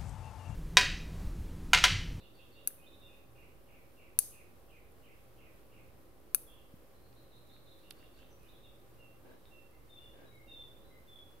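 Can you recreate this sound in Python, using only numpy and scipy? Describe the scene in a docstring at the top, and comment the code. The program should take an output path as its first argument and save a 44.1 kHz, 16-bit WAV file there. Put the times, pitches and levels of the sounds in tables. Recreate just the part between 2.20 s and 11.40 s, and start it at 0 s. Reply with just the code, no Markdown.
"""Appliance hum, low room noise and microphone hiss run throughout: shaped noise and narrow noise bands.
Birds outside are gliding, warbling sines smeared by echoes; a camera ticks faintly, one high resonance.
Steel tweezer tips slip off a thin card part three times near the left port: ringing modes, room echoes.
Taps ring the same modes, a thud is one low resonance, finger rubs are banded grainy noise."""
import sys
import numpy as np
from scipy import signal
from scipy.fft import rfft, irfft, next_fast_len
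from scipy.io import wavfile
from scipy.ndimage import uniform_filter1d

SR = 44100
rng = np.random.default_rng(int(sys.argv[2]) if len(sys.argv) > 2 else 0)


def wav_out(sig):
    """Save sig, one row per channel (or a flat mono array), as 16-bit PCM at SR to the path in sys.argv[1]."""
    wavfile.write(sys.argv[1], SR, np.round(np.clip(np.atleast_2d(sig).T, -1, 1) * 32767).astype(np.int16))


N = 405719

# L-R: left minus right. Levels of sources are dry, before any echo.
# appliance hum lines: f/Hz, width/Hz, level/dB rms
HUM_LINES = [(48.8, 5, -73), (119.9, 2, -73), (262, 9.7, -80.5), (327.9, 8, -76.5), (359.8, 8, -78.5),
             (545, 8, -76), (789, 43, -79)]
# spectrum shape of room noise and hiss: f/Hz, relative density/dB
AIR_SPECTRUM = [(12, -39), (20, -10.5), (55, -1), (91, -3), (123, -6), (234, -10), (319, -8.5), (542, -8.5),
                (802, -19.5), (923, -18), (1120, -16), (1610, -22), (7110, -33.5), (13200, -25.5),
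                (16000, -31.5)]
# likeness of left and right noise: f/Hz, correlation (0-1, below 0 opposed)
AIR_CORRELATION = [(60, 0.27), (130, 0.2), (290, 0.56), (640, 0.7), (1410, 0), (3100, 0.27), (6820, 0),
                   (15000, -0.09)]
# balance of noise and hum: f/Hz, L-R/dB
AIR_BALANCE = [(60, -7.5), (110, -2.5), (200, -1.5), (380, 0.5), (700, 1.5), (1290, 0.5), (2380, -2.0),
               (4400, -2.5), (8120, 0), (15000, -2.5)]
AIR_RMS_DB = -62.5  # of the mean of both channels

# one bird's repeated falling trill: t/s, level/dB rms, share of full sweep
TRILLS = [(.85, -67, .6), (1.142, -66, 1), (1.466, -67.5, 1), (1.756, -66, 1), (2.105, -66.5, .75),
          (2.476, -67, 1), (2.814, -67, 1), (3.167, -66.5, 1), (3.498, -68, 1)]
TRILL_S, TRILL_CENTRE_HZ, TRILL_SWEEP_HZ, TRILL_WARBLE_HZ, TRILL_PAN_DB = .135, 2640, 720, 240, -3.5
# a song heard twice: t/s, level/dB
SONG_STARTS = [(-.884, 0), (4.736, -3)]
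# song notes: t after song start/s, length/s, first f/Hz, last f/Hz, level/dB before song level, warble/Hz
SONG_NOTES = [(0, .06, 4030, 4130, -75, 100), (.091, .063, 4120, 4320, -72, 150),
              (.211, .08, 4200, 3730, -68, 250), (.37, .09, 3800, 3990, -64, 230),
              (.538, .1, 3770, 3970, -63, 230), (.708, .11, 3750, 3910, -63, 230),
              (1.445, .13, 2600, 2480, -71, 60), (1.5, .055, 2600, 3200, -70, 60),
              (1.547, .03, 3200, 4150, -58, 40), (1.59, .06, 3750, 3560, -66, 170),
              (1.685, .085, 3740, 3650, -62, 120), (1.7, .06, 2800, 2800, -70, 80)]
# like chirps within the song: t after song start/s, level/dB before song level
SONG_CHIRPS = [(.89, -67), (1.058, -65.5), (1.232, -65)]
# parts of a chirp: t after chirp start/s, length/s, first f/Hz, last f/Hz, relative level/dB, warble/Hz
CHIRP_PARTS = [(0, .07, 2680, 2850, 0, 110), (.03, .05, 3150, 3150, -9, 50),
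               (-.02, .12, 3700, 3520, -5, 200), (-.04, .06, 4550, 4340, -6, 130)]
# song balance by first f of a note: f/Hz, L-R/dB
SONG_BALANCE = [(2700, -7), (3600, -2)]
# clear whistles: t/s, length/s, first f/Hz, last f/Hz, level/dB rms, L-R/dB
WHISTLES = [(6.76, .025, 2250, 2900, -72, -4), (6.778, .1, 2903, 2675, -65.5, -4),
            (7.302, .11, 2767, 2666, -65, -5.5), (7.519, .077, 2070, 2070, -74.5, -2),
            (7.685, .17, 3677, 3470, -59, 4.5), (7.765, .025, 2450, 2870, -66, -3),
            (7.79, .1, 2870, 2830, -67, -3), (8.047, .079, 3910, 3866, -68.5, 1.5),
            (8.099, .14, 2226, 2130, -68, 0), (8.263, .092, 2804, 2670, -65, -4.5),
            (8.271, .177, 3780, 3464, -54, -1.5), (8.632, .077, 3920, 3930, -70.5, -1),
            (8.695, .1, 2072, 2078, -68.5, -1), (8.868, .159, 3590, 3377, -58.5, -2.5)]
# husky calls: t/s, length/s, first f/Hz, last f/Hz, level/dB rms, L-R/dB
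RASPS = [(4.26, .09, 3450, 3300, -67, -6), (4.34, .1, 3350, 3200, -75, -1),
         (4.28, .15, 2700, 2880, -74, -3), (6.1, .05, 6000, 5900, -73, 0), (7.08, .1, 3800, 4000, -79, -2),
         (7.248, .045, 3750, 3500, -69, -4)]
WHISTLE_WARBLE_HZ, RASP_WARBLE_HZ = 36, 120
WARBLE_RATE_HZ, GLIDE_EXPONENT, HUSK_SHARE = 64, .6, .7
GARDEN_T60_S, GARDEN_DIRECT_DB = .6, -5  # direct sound relative to echoes

# camera ticks that come early: tick number, from 0
EARLY_TICKS = [0, 14, 15, 16, 17, 19, 21, 23, 25, 28]
TICK_FIRST_S, TICK_PERIOD_S, TICK_EARLY_S = .161, .31998, .008
TICK_MEAN_PEAK_DB, TICK_HZ, TICK_WIDTH_HZ = -54, 10600, 2600

# tips snapping shut: t/s, left peak level/dB, card/dB, shank/dB, thin edge/dB, L-R/dB, sent to walls/dB
SNAPS = [(.474, -8, -20.5, -6, 3.5, 6, -2), (1.9892, .5, -22, 2, -2, 8, 2),
         (4.1467, -3, -17.5, -6.5, 1, 7, -3.5)]
# contacts within one snap: t/ms, mean level/dB
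SLIP_CONTACTS = [(0, -7), (.48, 0), (.96, -8), (2.1, -8)]
# finger-held steel modes: f/Hz, width/Hz, relative level/dB
TIP_MODES = [(6140, 260, -18), (6700, 280, -21), (7930, 300, -10), (8560, 280, -8), (9180, 210, -10),
             (10500, 440, 0), (11150, 300, -3), (11650, 300, -9), (12100, 260, -7), (12750, 440, -8),
             (13600, 380, -9), (14200, 360, -17), (15200, 350, -25)]
# card modes: f/Hz, width/Hz, relative level/dB
CARD_MODES = [(1550, 300, 0), (2680, 300, 1), (3730, 280, -5), (4500, 330, -3), (5260, 220, -5)]
# bands of a snap averaged over all directions: f/Hz, width/Hz, relative level/dB
WALL_BANDS = [(5000, 1800, -15), (6473, 970, -10), (8698, 1300, -6), (10800, 2400, 1.5), (13680, 2370, -5)]
SHANK_BELOW_HZ, EDGE_ABOVE_HZ = 9500, 11500
FAR_SHANK_DB, FAR_EDGE_DB = 4, 8  # the hand shadows shanks and edges less than the main ring
CARD_WALL_DB = -5

# light taps on card and desk; the one at 7.255 is likely a bird's chip:
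# t/s, peak level/dB, f/Hz, width/Hz, L-R/dB
TAPS = [(.505, -56, 1750, 500, 0), (4.929, -55, 4640, 2000, -5), (5.318, -59, 1900, 1200, 4.5),
        (5.365, -55, 2180, 1500, 0), (5.7075, -35, 11000, 14000, -9), (5.7097, -33, 4600, 3200, -10),
        (5.7235, -47, 12500, 3000, 0), (5.828, -55.5, 1990, 600, -1), (5.99, -58, 5800, 3000, -2),
        (6.03, -55, 1800, 1100, -1.5), (7.255, -52, 3800, 1800, -5)]
TAP_WIDTH_FACTOR, TAP_STEEL_DB = 1.6, 6  # finger damping; steel against card
THUD_S, THUD_PEAK_DB, THUD_HZ, THUD_WIDTH_HZ = 4.539, -42.5, 200, 178  # tweezers laid on the desk

# fingers sliding on card and desk: t/s, length/s, lowest band level/dB rms, brightening/dB per octave
RUBS = [(5.718, .12, -82, 7), (5.943, .1, -87, 9), (7.02, .18, -61.5, .1), (7.9, .24, -64, 1.5)]
# bands the surfaces favour: f/Hz, width/Hz, relative level/dB
RUB_BANDS = [(430, 400, 0), (1620, 160, -11), (2400, 1400, -16), (4500, 3000, -25), (8500, 6000, -34)]

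ROOM_T60_S, ROOM_DB, EARLY_T60_S, EARLY_DB = .45, -15, .04, -13
NOTCH_HZ, NOTCH_WIDTH_HZ, NOTCH_DEPTH = 7150, 450, .8  # depth: share removed at centre
OFFSET, CUTOFF_HZ = .001, 15720


def undb(db):
    """dB to amplitude ratio."""
    return 10 ** (np.asarray(db) / 20)


def unit(x):
    """Scale each channel to energy 1."""
    return x / np.sqrt(np.sum(x ** 2, axis=-1, keepdims=True))


def pan(db):
    """Left and right gains whose ratio is db."""
    return undb(np.array([[db], [-db]]) / 2)


def add(out, s, x):
    """Mix x in at s seconds."""
    i = int(s * SR)
    out[..., i:i + x.shape[-1]] += x[..., :out.shape[-1] - i]


def band(x, lo_hz, hi_hz):
    """Gentle band-pass."""
    return signal.sosfilt(signal.butter(2, [lo_hz, hi_hz], "bandpass", fs=SR, output="sos"), x)


def ring(modes, phases):
    """Sum of decaying sines; a wide mode decays faster and starts higher for the same spectral top."""
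    t = np.arange(SR // 25) / SR
    total = 0
    for (hz, width, db), phase in zip(modes, phases):
        decay = np.exp(-np.pi * width * t)
        total = total + undb(db) * width * decay * np.sin(2 * np.pi * hz * t + phase)
    return total


def knock(hz, width):
    """One resonance passed twice: steep flanks."""
    once = ring([(hz, width, 0)], [0])
    return np.convolve(once, once)


def tail(t60_s):
    """Diffuse echoes: decaying noise, unrelated at the two ports, energy 1."""
    t = np.arange(int(t60_s * SR)) / SR
    onset = np.minimum(t / 0.0036, 1)
    return unit(rng.standard_normal((2, len(t))) * undb(-60 * t / t60_s) * onset)


def convolve(x, response):
    """Pass x through an echo response, cut to N samples."""
    return signal.fftconvolve(x, response, axes=1)[:, :N]


def walk(rate_hz):
    """Random levels held 1 / rate_hz s and slewed twice; spread near 1."""
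    k = int(SR / rate_hz)
    held = np.repeat(rng.standard_normal(N // k + 1), k)
    return 1.1 * uniform_filter1d(uniform_filter1d(held, k), k)[:N]


def at_log(f_hz, table):
    """Table level at each frequency, straight lines over log frequency."""
    points = np.array(table)
    return np.interp(np.log(f_hz), np.log(points[:, 0]), points[:, 1])


def room_noise(n, f_hz):
    """Coloured noise, correlated by band; its low part swells slowly, its high part flickers."""
    alike = np.clip(at_log(f_hz, AIR_CORRELATION), -.9, .95)
    mid, side = rfft(rng.standard_normal((2, n))) * np.sqrt([1 + alike, 1 - alike])
    colour = undb(at_log(f_hz, AIR_SPECTRUM)) * pan(at_log(f_hz, AIR_BALANCE)).reshape(2, -1)
    both = np.array([mid + side, mid - side]) * colour
    low_share = 1 / (1 + (f_hz / 900) ** 2)
    low = irfft(both * low_share, n)[:, :N] * undb(0.42 * walk(1.5) + 0.76 * walk(8))
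    high = irfft(both * (1 - low_share), n)[:, :N] * undb(0.55 * walk(14))
    noise = low + high
    return noise * undb(AIR_RMS_DB) / np.sqrt(np.mean(noise.mean(0) ** 2))


def appliance_hum(n, f_hz):
    """Noise in narrow resonances: wavering lines, mostly the same at both ports."""
    lines = sum(undb(db) * unit(1 / (1 + (2 * (f_hz - hz) / w) ** 2)) for hz, w, db in HUM_LINES)
    mid, side = rfft(rng.standard_normal((2, n))) * lines * np.sqrt(n / 2)
    both = np.array([mid + .5 * side, mid - .5 * side])
    return irfft(both * pan(at_log(f_hz, AIR_BALANCE)).reshape(2, -1), n)[:, :N]


def air():
    """Room noise and hiss plus hum, both shaped in the frequency domain."""
    n = next_fast_len(N)
    f_hz = np.maximum(np.fft.rfftfreq(n, 1 / SR), 1)
    return room_noise(n, f_hz) + appliance_hum(n, f_hz)


def bird_notes():
    """All notes as (t/s, length/s, first f/Hz, last f/Hz, level/dB, warble/Hz, L-R/dB)."""
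    notes = []
    for s, db, share in TRILLS:
        half_hz = share * TRILL_SWEEP_HZ / 2
        notes.append((s, TRILL_S, TRILL_CENTRE_HZ + half_hz, TRILL_CENTRE_HZ - half_hz, db,
                      share * TRILL_WARBLE_HZ, TRILL_PAN_DB))
    song = list(SONG_NOTES)
    for s, db in SONG_CHIRPS:
        for delay_s, length_s, hz0, hz1, part_db, warble_hz in CHIRP_PARTS:
            song.append((s + delay_s, length_s, hz0, hz1, db + part_db, warble_hz))
    for start_s, song_db in SONG_STARTS:
        for s, length_s, hz0, hz1, db, warble_hz in song:
            pan_db = np.interp(hz0, *np.array(SONG_BALANCE).T)
            notes.append((start_s + s, length_s, hz0, hz1, db + song_db, warble_hz, pan_db))
    for calls, warble_hz in [(WHISTLES, WHISTLE_WARBLE_HZ), (RASPS, RASP_WARBLE_HZ)]:
        for s, length_s, hz0, hz1, db, pan_db in calls:
            notes.append((s, length_s, hz0, hz1, db, warble_hz, pan_db))
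    return notes


def birds():
    """Near sines that glide and unevenly warble, smeared by garden walls and the window."""
    out = np.zeros((2, N + SR))  # starts 1 s early
    husk = walk(150)
    for s, length_s, hz0, hz1, db, warble_hz, pan_db in bird_notes():
        t = np.arange(int(length_s * SR)) / SR
        glide_hz = hz0 + (hz1 - hz0) * (t / length_s) ** GLIDE_EXPONENT
        # the random part makes the note husky
        uneven = HUSK_SHARE * husk[int(abs(s) * SR):][:len(t)]
        hz = glide_hz + warble_hz * (np.sin(2 * np.pi * WARBLE_RATE_HZ * t) + uneven)
        shape = np.clip(np.minimum(t / (0.2 * length_s), (length_s - t) / 0.025), 0, 1)
        note = np.sqrt(2) * undb(db) * shape * np.sin(2 * np.pi * np.cumsum(hz) / SR)
        add(out, s + 1, note * pan(pan_db))
    echoes = signal.fftconvolve(out, tail(GARDEN_T60_S), axes=1)[:, :N + SR]
    return (undb(GARDEN_DIRECT_DB) * out + echoes)[:, SR:]


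def camera_ticks():
    """A steady, short, high resonance inside the camera, right channel only; listed ticks come early."""
    out, tick = np.zeros((2, N)), knock(TICK_HZ, TICK_WIDTH_HZ)
    k = np.arange(int((N / SR - TICK_FIRST_S) / TICK_PERIOD_S) + 1)
    times_s = TICK_FIRST_S + k * TICK_PERIOD_S - TICK_EARLY_S * np.isin(k, EARLY_TICKS)
    for s, db in zip(times_s, rng.standard_normal(len(k))):
        add(out[1], s, tick * undb(TICK_MEAN_PEAK_DB + db) / np.abs(tick).max())
    return out


def gripped(modes, shank_db, edge_db):
    """The grip decides how much the long shanks and the thin edges ring."""
    return [(hz, w, db + shank_db * (hz < SHANK_BELOW_HZ) + edge_db * (hz > EDGE_ABOVE_HZ))
            for hz, w, db in modes]


def snap_tips(contacts, shank_db, edge_db):
    """Contacts ring the steel; the far port, behind the hand, hears other mode levels and phases."""
    near_modes = gripped(TIP_MODES, shank_db, edge_db)
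    far_modes = gripped(TIP_MODES, shank_db + FAR_SHANK_DB, edge_db + FAR_EDGE_DB)
    phases = rng.uniform(0, 1, (2, len(TIP_MODES))) * [[1.2], [np.pi]]
    rings = [np.convolve(contacts, ring(m, p)) for m, p in zip((near_modes, far_modes), phases)]
    return unit(band(rings, 6200, 15500))


def wall_click(shank_db, edge_db):
    """Mean over all directions, in which single modes blur into bands that add by power."""
    power = 0
    for hz, width, db in gripped(WALL_BANDS, shank_db, edge_db):
        power = power + np.abs(rfft(undb(db) * unit(knock(hz, width)))) ** 2
    # centred 3 ms late to keep both halves of the click
    click = np.roll(irfft(np.sqrt(power)), int(.003 * SR))[:int(.006 * SR)]
    return unit(click)


def snaps():
    """A few quick contacts ring tips and card; returns the sound at the ports and that sent to the walls."""
    out, to_walls = np.zeros((2, N)), np.zeros((1, N))
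    for s, db, card_db, shank_db, edge_db, pan_db, wall_db in SNAPS:
        contacts = np.zeros(SR // 200)
        for ms, contact_db in SLIP_CONTACTS:
            contacts[int(ms * SR / 1000)] = undb(contact_db + rng.standard_normal())
        tips = snap_tips(contacts, shank_db, edge_db)
        card = np.convolve(contacts ** 2, ring(CARD_MODES, np.zeros(len(CARD_MODES))))
        # so small a part sends out no bass
        card = undb(card_db) * unit(band(card, 700, 6000))
        snap = tips * pan(pan_db) + card * pan(0.3 * pan_db)
        snap[1] = np.roll(snap[1], int(.0001 * SR))  # the far port hears it later
        gain = undb(db) / np.abs(snap[0]).max()
        add(out, s, gain * snap)
        add(to_walls, s, gain * undb(wall_db) * wall_click(shank_db, edge_db))
        add(to_walls, s, gain * undb(CARD_WALL_DB) * card)
    return out, to_walls


def taps():
    """A touch rings card and steel, damped by fingers; the spot favours one band. 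Also the desk thud."""
    out = np.zeros((2, N))
    steel = [(hz, w, db + TAP_STEEL_DB) for hz, w, db in TIP_MODES]
    modes = [(hz, TAP_WIDTH_FACTOR * w, db) for hz, w, db in list(CARD_MODES) + steel]
    for s, db, hz, width, pan_db in TAPS:
        rung = ring(modes, rng.uniform(0, 2, len(modes)))
        tap = band(np.convolve(rung, knock(hz, width)), 1200, 16000)
        add(out, s, tap * undb(db) / np.abs(tap).max() * pan(pan_db))
    thud = knock(THUD_HZ, THUD_WIDTH_HZ)
    add(out, THUD_S, thud * undb(THUD_PEAK_DB) / np.abs(thud).max())
    return out


def rubs():
    """Grainy noise in the bands the surfaces favour, swelling and fading; a quick slide is brighter."""
    out = np.zeros((2, N))
    for s, length_s, db, tilt_db in RUBS:
        n = int(length_s * SR)
        swell = np.sqrt(np.hanning(n))
        for hz, width, band_db in RUB_BANDS:
            grain_db = 2.2 * np.repeat(rng.standard_normal(n // 200 + 1), 200)[:n]
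            grain = rng.standard_normal((2, n)) * undb(grain_db)
            octaves = np.log2(hz / RUB_BANDS[0][0])
            gain = undb(db + band_db + tilt_db * octaves)
            rub = unit(band(grain, hz - width / 2, hz + width / 2)) * np.sqrt(2 * n)
            add(out, s, rub * swell * gain)
    return out


def room(near, to_walls):
    """Early echoes of the near sound, then the furnished room's diffuse decay."""
    early = undb(EARLY_DB) * convolve(near, tail(EARLY_T60_S))
    return early + undb(ROOM_DB) * convolve(to_walls, tail(ROOM_T60_S))


def mic_notch(x):
    """The microphone's response dips in one narrow band."""
    b, a = signal.iirpeak(NOTCH_HZ, NOTCH_HZ / NOTCH_WIDTH_HZ, fs=SR)
    return x - NOTCH_DEPTH * signal.lfilter(b, a, x)


def scene():
    """Sum of all sources; snaps, taps and thud get room echoes and the microphone notch."""
    background = air() + birds() + camera_ticks()
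    snap, to_walls = snaps()
    tap = taps()
    near = snap + tap
    desk = mic_notch(near + room(near, to_walls + tap[:1]))
    return background + desk + rubs()


def record(dry):
    """The converter sits slightly off zero and cuts the top."""
    return signal.sosfilt(signal.ellip(10, .2, 70, CUTOFF_HZ, fs=SR, output="sos"), dry) + OFFSET


dry = scene()
out = record(dry)
wav_out(out)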